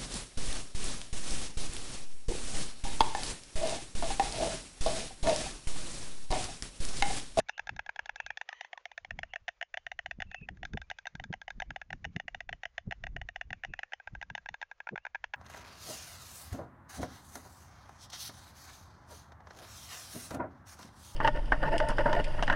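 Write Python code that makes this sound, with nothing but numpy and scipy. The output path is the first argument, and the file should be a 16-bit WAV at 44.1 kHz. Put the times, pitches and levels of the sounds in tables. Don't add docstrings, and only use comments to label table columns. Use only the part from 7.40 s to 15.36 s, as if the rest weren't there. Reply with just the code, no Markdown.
import sys
import numpy as np
from scipy import signal
from scipy.fft import rfft, irfft
from scipy.io import wavfile

SR = 44100
rng = np.random.default_rng(int(sys.argv[2]) if len(sys.argv) > 2 else 0)


def to_linear_factor(level_db):
    exponent = np.asarray(level_db, float) / 20
    return 10 ** exponent


def materialize(psi):
    bounded = np.clip(np.atleast_2d(psi).T, -1, 1)
    quanta = np.round(bounded * 32767).astype(np.int16)
    wavfile.write(sys.argv[1], SR, quanta)


N = 351036
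LEAD_SAMPLES = 441


def evened(x):
    return x / np.sqrt(np.mean(x ** 2) + 1e-20)


def band(x, lo_hz, hi_hz, order=3):
    return signal.sosfilt(signal.butter(order, [lo_hz, hi_hz], "bandpass", fs=SR, output="sos"), x)


def lumps(rate_hz):
    return evened(signal.lfilter(*signal.butter(2, rate_hz, fs=SR), rng.standard_normal(N)))


def resonate(x, hz, width_hz):
    turn = np.exp(2j * np.pi * np.cumsum(hz) / SR)
    r = np.exp(-np.pi * width_hz / SR)
    return 2 * (turn * signal.lfilter([1 - r], [1, -r], x / turn)).real


def ring(t, db, hz, t60_s, rise_s):
    t = np.maximum(t, 0)
    return -to_linear_factor(db - 60 * t / t60_s) * (1 - np.exp(-t / rise_s)) * np.sin(2 * np.pi * hz * t)


def knock(t, blow_db, pouch_hz, horn_hz, pouch_db, share, snap_db, luck):
    # hz, level_db
    overtones = [(3483, 1), (4275, -10.5), (5250, -6.5), (6450, -9.5), (5983, -6.5)]
    pouch_t60_s = 0.025 * (700 / pouch_hz) ** 3.55
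    clamp_db = -.45 * (np.clip(blow_db, -40, -20) + 31.5)
    horn_t60_s = 0.017 * share * (1650 / np.maximum(horn_hz, 1620)) ** 2.7 * to_linear_factor(clamp_db)
    sound = ring(t, pouch_db + 1.1, pouch_hz, pouch_t60_s, 0.00032)
    sound = sound + ring(t, -3.5, horn_hz, horn_t60_s, 0.00016)
    body_db = 0.84 + 10 * (horn_hz - 1850) / 1000
    sound = sound + ring(t, body_db, 0.8644 * horn_hz, 0.0063, 0.00091)
    upper_hz = 2612 * (horn_hz / 1650) ** 0.74 * (1 + 0.027 * luck[1])
    upper_db = -9.5 + luck[0] + 0.02 * (np.clip(blow_db, -45, -25) + 31)
    sound = sound - ring(t, upper_db, upper_hz, 0.01, .0001)
    for k, (hz, db) in enumerate(overtones):
        tip_hz = hz * (1 + luck[6 + k] / 30)
        sound = sound + ring(t, snap_db + db + 2 * luck[2 + k], tip_hz, 0.013, .00005)
    u = (t - .00012) / .00009
    return sound - to_linear_factor(snap_db + 6.5) * (1 - u ** 2) * np.exp(-u ** 2 / 2)


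def posed(claps, posture, share, blow_extra_db, rebound_extra_db, lag_s):
    s, db = np.transpose(claps)
    when_s, *colour = np.transpose(posture)
    pouch_hz, horn_hz, pouch_db, snap_db = (np.interp(s, when_s, c) for c in colour)
    return np.array([s + lag_s, db, snap_db, snap_db + blow_extra_db, snap_db + rebound_extra_db,
                     pouch_hz, horn_hz, pouch_db, share + 0 * s])


def bills():
    # start_s, blow_db
    slow_opening = [(-0.0011, -32), (.0927, -27.5), (.1932, -29.5), (.291, -28), (.3914, -28),
                    (.4912, -29.5), (.5908, -29.5), (.6926, -29.5), (.8002, -28), (.9035, -29.5),
                    (1.012, -32), (1.1272, -38.5), (1.2462, -43.5), (1.3748, -44), (1.5149, -48),
                    (1.6471, -41.5)]
    slow_stretch = [(1.7885, -36.5), (1.935, -36.5), (2.0802, -30.5), (2.2253, -30.5), (2.3716, -31.5),
                    (2.5157, -32.5), (2.6594, -32), (2.8019, -34), (2.944, -34.5), (3.0868, -34.5),
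                    (3.2297, -36), (3.372, -35), (3.5118, -33), (3.6543, -40), (3.7971, -39),
                    (3.9372, -32.5), (4.079, -36.5), (4.2197, -33.5), (4.3601, -34), (4.5035, -38.5),
                    (4.6494, -32), (4.798, -34), (4.9455, -34.5)]
    slow_closing = [(5.0906, -32), (5.233, -35), (5.522, -31), (5.667, -33.5), (5.8138, -38.5),
                    (5.959, -34), (6.1041, -38), (6.247, -32), (6.39, -34), (6.5329, -32), (6.8133, -39.5),
                    (6.9501, -32.5), (7.0876, -35), (7.2141, -40.5), (7.4696, -36.5), (7.5567, -32),
                    (7.6504, -33), (7.7465, -32), (7.84, -29.5), (7.936, -30)]
    # start_s, blow_db
    quick_opening = [(.0862, -43), (.1784, -42), (.2709, -41), (.3635, -47), (.4623, -46), (.5601, -43),
                     (.6578, -43.5), (.7586, -41), (.8632, -38.5), (.9726, -37.5), (1.0896, -35.5),
                     (1.2096, -34.5), (1.3305, -38), (1.4547, -36.5), (1.5776, -32), (1.7071, -31.5),
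                     (1.8316, -30.5), (1.9583, -30.5), (2.0873, -30), (2.2121, -32), (2.3409, -30),
                     (2.4654, -34.5), (2.59, -32), (2.7108, -30), (2.8205, -30.5), (2.914, -43.5)]
    quick_second = [(3.012, -65), (3.171, -59), (3.2515, -35), (3.3343, -42.5), (3.4159, -44),
                    (3.5006, -37), (3.5861, -42.5), (3.6693, -36.5), (3.7523, -41.5), (3.839, -38.5),
                    (3.9271, -38.5), (4.0153, -42), (4.104, -36), (4.2006, -32), (4.305, -36.5),
                    (4.415, -37.5), (4.5285, -32), (4.6436, -36), (4.7624, -31.5), (4.8808, -30.5),
                    (5.0051, -33), (5.1277, -33), (5.254, -32), (5.3797, -30), (5.5102, -33), (5.638, -34),
                    (5.7637, -34), (5.8878, -34.5), (6.0115, -30.5)]
    quick_third = [(6.1291, -29), (6.2356, -32.5), (6.3363, -32), (6.4318, -31), (6.521, -42.5),
                   (6.5988, -48), (6.6731, -38), (6.7499, -42.5), (6.8259, -37), (6.9001, -40.5),
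                   (6.9778, -40), (7.059, -41), (7.1413, -37), (7.2262, -34), (7.3133, -40.5),
                   (7.4022, -38.5), (7.489, -33.5), (7.577, -34.5), (7.6656, -34.5), (7.7531, -33.5),
                   (7.9411, -32.5)]
    # start_s, pouch_hz, horn_hz, pouch_db (above horn), snap_db (toward the microphone)
    slow_posture = [(0, 837, 1725, -9.5, -15.5), (.5, 925, 1608, -6, -23), (.9, 882, 1780, -9, -21),
                    (1.37, 970, 1810, 2, -12), (1.65, 767, 2190, -4, -11.5), (2.08, 730, 2057, -9, -17.5),
                    (2.8, 762, 1930, -10, -18.5), (2.95, 730, 1850, -10.5, -17.5),
                    (3.23, 750, 1900, -7, -18.5), (4.22, 758, 1996, -3.5, -20), (4.65, 757, 1872, -8, -17),
                    (5.52, 767, 1900, -9.5, -21.5), (5.67, 750, 1915, -9.5, -19.5),
                    (6.39, 772, 1930, -8.5, -17), (6.81, 790, 1944, -8.5, -16), (7.21, 860, 1896, -3, -12),
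                    (7.47, 954, 1410, -3, -28.5), (7.84, 987, 1712, -5, -19)]
    quick_posture = [(.08, 850, 1606, -9, -6), (0.559, 840, 1683, -2, -8), (.87, 830, 1640, -10.5, -4),
                     (1.33, 726, 2160, -5.5, -15), (1.46, 700, 2106, -9.5, -12.5),
                     (1.57, 679, 1763, -15, -15.5), (1.83, 673, 1800, -15, -21.5),
                     (2.7, 696, 1850, -15.5, -19.5), (2.92, 790, 1790, -13, -17),
                     (3.3, 843, 1585, -14.5, -9.5), (3.67, 973, 1592, -5, -7.5),
                     (4.42, 846, 1660, -9.5, -17.5), (4.76, 704, 1976, -13.5, -18.5),
                     (5.642, 677, 1874, -12.5, -19), (6.43, 775, 1737, -17, -25.5),
                     (6.601, 815, 1574, -5.5, -22), (6.9, 990, 1612, -2.5, -15),
                     (7.95, 923, 1653, -4, -29.5)]
    slow = posed(slow_opening + slow_stretch + slow_closing, slow_posture,
                 share=0.8143, blow_extra_db=0, rebound_extra_db=-2, lag_s=.0006)
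    quick = posed(quick_opening + quick_second + quick_third, quick_posture,
                  share=0.9, blow_extra_db=7, rebound_extra_db=-11, lag_s=.0003)
    s, db, snap_db, blow_snap_db, rebound_snap_db, *colour = np.hstack([slow, quick])[:, :, None]
    luck = np.clip(rng.standard_normal((len(s), 13)), -2, 2).T[:, :, None]
    t = np.arange(2600) / SR
    swing_s = 1 / colour[1]
    touch = to_linear_factor(-14.5 + 2 * luck[12]) * knock(t, db, *colour, snap_db - 7, luck)
    blow = knock(t - 1.049 * swing_s, db, *colour, blow_snap_db, luck)
    rebound_s = (3.166 + luck[10] / 20) * swing_s
    rebound = to_linear_factor(9.5 + luck[11]) * knock(t - rebound_s, db, *colour, rebound_snap_db, luck[::-1])
    claps = (touch + blow + rebound) * to_linear_factor(db + 0.5)
    bodies = rng.standard_normal(claps.shape) * to_linear_factor(-30 - 60 * t / .022) * (t > .001)
    claps = claps + signal.fftconvolve(claps, bodies, axes=1)[:, :2600]
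    out = np.zeros(N + 2 * LEAD_SAMPLES + 2600)
    first = np.round((s - .0009) * SR).astype(int) + LEAD_SAMPLES
    np.add.at(out, first + np.arange(2600), claps)
    out = signal.lfilter(*signal.iirnotch(1190, 4.5, SR), out)
    return band(out, 555, 6700)[LEAD_SAMPLES:LEAD_SAMPLES + N]


def nest(x):
    t = np.arange(9000) / SR
    tail = rng.standard_normal(len(t)) * to_linear_factor(-60 * t / .11) * (t > .004)
    tail = np.diff(tail)
    return to_linear_factor(-21) * signal.oaconvolve(x, tail / np.linalg.norm(tail) * 2)[:N]


def whistles(calls):
    out, air = np.zeros(N), rng.standard_normal(N)
    for s, length_s, db, from_hz, to_hz, blur_hz in calls:
        at = round(s * SR)
        hz = np.linspace(from_hz, to_hz, round(length_s * SR))
        voice = resonate(air[at:at + len(hz)], hz, blur_hz)
        voice = evened(resonate(voice, hz, blur_hz))
        out[at:at + len(hz)] += to_linear_factor(db) * voice * signal.windows.tukey(len(hz), 0.56)
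    return out


def chick():
    # start_s, length_s, level_db, from_hz, to_hz
    wheezes = [
        (0.058, .06, -69.5, 2180, 2470),
        (0.114, 0.085, -65, 2650, 2900),
        (0.586, 0.15, -76, 2900, 2650),
        (0.76, 0.12, -62.5, 2620, 2720),
        (0.855, .1, -63.5, 2520, 2350),
        (1.47, 0.084, -72, 2450, 2450),
        (1.88, 0.083, -69.5, 2740, 2880),
        (6.242, 0.24, -71, 2660, 2480),
    ]
    # start_s, length_s, level_db, from_hz, to_hz
    peeps = [
        (1.069, 0.09, -64, 1296, 1200),
        (1.313, 0.1, -67, 1304, 980),
        (2.4, 0.046, -83, 3100, 3080),
        (2.856, 0.066, -73.5, 2650, 2700),
        (2.894, 0.12, -56, 2570, 2703),
        (2.996, 0.067, -56, 2607, 2550),
        (3.42, 0.043, -75, 2460, 2300),
        (4.257, 0.056, -82, 2300, 2240),
        (5.176, 0.037, -90, 3100, 3100),
        (6.56, 0.12, -79, 2450, 2620),
    ]
    # centre_hz, blur_hz, level_db
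    rasp = [(960, 180, -74), (1850, 260, -62.5), (2300, 250, -71.5), (2900, 320, -69), (3660, 490, -78.5),
            (5840, 600, -78)]
    calls = [(*row, 230) for row in wheezes] + [(*row, 89.5) for row in peeps]
    calls += [(1.047, 0.26, db, hz, 1.08 * hz, blur_hz) for hz, blur_hz, db in rasp]
    return whistles(calls)


def wing():
    near = np.exp(-.5 * ((np.arange(N) / SR - 7.534) / 0.0096) ** 2)
    return to_linear_factor(-41) * near * evened(band(rng.standard_normal(N), 137, 420))


def gusts(t, start_s, life_s, peak_db):
    age = (t[:, None] - start_s) / life_s
    fall_db = 35 * np.where(age < 0, -age / 0.78, age)
    return 10 * np.log10((to_linear_factor(peak_db - fall_db) ** 2).sum(1) + to_linear_factor(-100) ** 2)


def wind():
    # start_s, buffet_db, life_s, rumble_db
    gust_events = [(0, -47.5, 0.048, -56.5), (0.327, -46.5, 0.073, -45), (1.765, -49.5, 0.15, -44),
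                   (2.685, -63, 0.063, -60), (2.788, -42, 0.017, -47.5), (2.888, -59, 0.097, -52),
                   (3.03, -43.5, 0.062, -48.5), (3.122, -45, 0.1, -47.5), (3.238, -51, 0.17, -46),
                   (3.349, -33, 0.049, -47.5), (3.752, -48.5, 0.05, -71.5), (3.831, -50.5, 0.22, -45.5),
                   (3.905, -34.5, 0.035, -63.5), (4.182, -48.5, 0.038, -45.5), (4.309, -49, 0.088, -48),
                   (4.532, -47, 0.083, -48), (4.671, -49.5, 0.21, -48.5), (4.767, -38, 0.045, -67),
                   (4.85, -62, 0.14, -64), (4.96, -61, 0.05, -50), (5.121, -40, 0.029, -47),
                   (5.48, -40.5, 0.055, -45), (5.652, -45.5, 0.04, -40.5), (5.764, -38, 0.025, -40.5),
                   (6.12, -52, 0.13, -49.5), (6.299, -45, 0.065, -49.5), (6.737, -49, 0.051, -44.5),
                   (6.922, -50.5, 0.12, -75), (7.108, -52.5, 0.033, -62), (7.532, -53, 0.047, -74)]
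    # start_s, level_db
    breeze = [(0, -85.5), (.5, -81.5), (.65, -72), (.9, -64.5), (1.03, -94), (1.45, -87.5), (1.9, -68),
              (2.2, -80.5), (2.5, -67), (3.5, -57), (3.66, -76), (4.95, -62), (5.27, -69), (6.0, -61.5),
              (6.43, -85), (6.9, -64.5), (7.3, -79.5), (7.96, -66.5)]
    t, slow_t = np.arange(N) / SR, np.arange(0, N, 64) / SR
    start_s, buffet_db, life_s, rumble_db = np.transpose(gust_events)
    buffet_db = np.interp(t, slow_t, gusts(slow_t, start_s, life_s, buffet_db))
    rumble_db = np.interp(t, slow_t, gusts(slow_t, start_s, .22, rumble_db))
    push = np.hypot(to_linear_factor(rumble_db), to_linear_factor(np.interp(t, *np.transpose(breeze))))
    noise = rng.standard_normal((3, N))
    rumble = evened(band(noise[0], 14, 65, order=2) * to_linear_factor(4.2 * lumps(16)))
    eddy_db = 4.0 * lumps(35)
    buffet = evened(band(noise[1], 60, 210) * to_linear_factor(eddy_db))
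    flap = evened(band(noise[2], 190, 430) * to_linear_factor(eddy_db))
    flap_db = -63 + 2.07 * (buffet_db + 47.0)
    return push * rumble + to_linear_factor(buffet_db) * buffet + to_linear_factor(flap_db) * flap


def coloured(points, x):
    hz = np.fft.rfftfreq(len(x), 1 / SR)
    f, db = np.transpose(points)
    gain_db = np.interp(np.log(hz + 1), np.log(f + 1), db)
    return evened(irfft(rfft(x) * to_linear_factor(gain_db), len(x)))


def rustle():
    # start_s, level_db
    stir_levels = [(0, -76.5), (.72, -68.5), (1, -75.5), (1.15, -70.5), (1.42, -74), (1.6, -82),
                   (1.93, -74), (2.097, -82), (3.299, -82), (6.302, -80.5), (7.3, -78)]
    # freq_hz, density_db
    air_spectrum = [(240, -33), (500, -7.5), (1900, -12), (2600, -16.5), (6400, -17.5), (7600, -23)]
    level_db = np.interp(np.arange(N) / SR, *np.transpose(stir_levels))
    hiss, stir = (coloured(air_spectrum, rng.standard_normal(N)) for _ in range(2))
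    flicker_db = 2.5 * lumps(14)
    haze = evened(resonate(hiss, 2300 + 300 * lumps(1.3), 220)) * to_linear_factor(-90.5 + 5.5 * lumps(5))
    return to_linear_factor(-82.0 + flicker_db) * hiss + to_linear_factor(level_db + flicker_db) * band(stir, 150, 3300) + haze


def far_tones():
    # start_s, length_s, level_db, from_hz, to_hz
    pipes = [
        (1.7, 0.28, -86.5, 1980, 2000),
        (5.004, 0.86, -90, 1970, 2020),
        (7.574, 0.089, -78, 2430, 2970),
    ]
    return whistles([(*row, 89.5) for row in pipes])


def scene():
    claps = bills()
    return (claps + nest(claps) + chick() + wing() + wind() + rustle() + far_tones())[None]


def roll_off(x):
    return signal.sosfilt(signal.butter(12, 7810, fs=SR, output="sos"), x)


def record(dry):
    soft = np.tanh(11 * dry) / 11
    narrow = signal.sosfilt(signal.cheby2(12, 40, 7850, fs=SR, output="sos"), soft)
    lag_s = np.arange(-LEAD_SAMPLES, LEAD_SAMPLES + 1) / SR
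    smear = (lag_s == 0) + to_linear_factor(-57 - 1800 * abs(lag_s)) * rng.standard_normal(len(lag_s))
    return roll_off(signal.oaconvolve(narrow, smear[None], "same"))


dry = scene()
out = record(dry)
materialize(out)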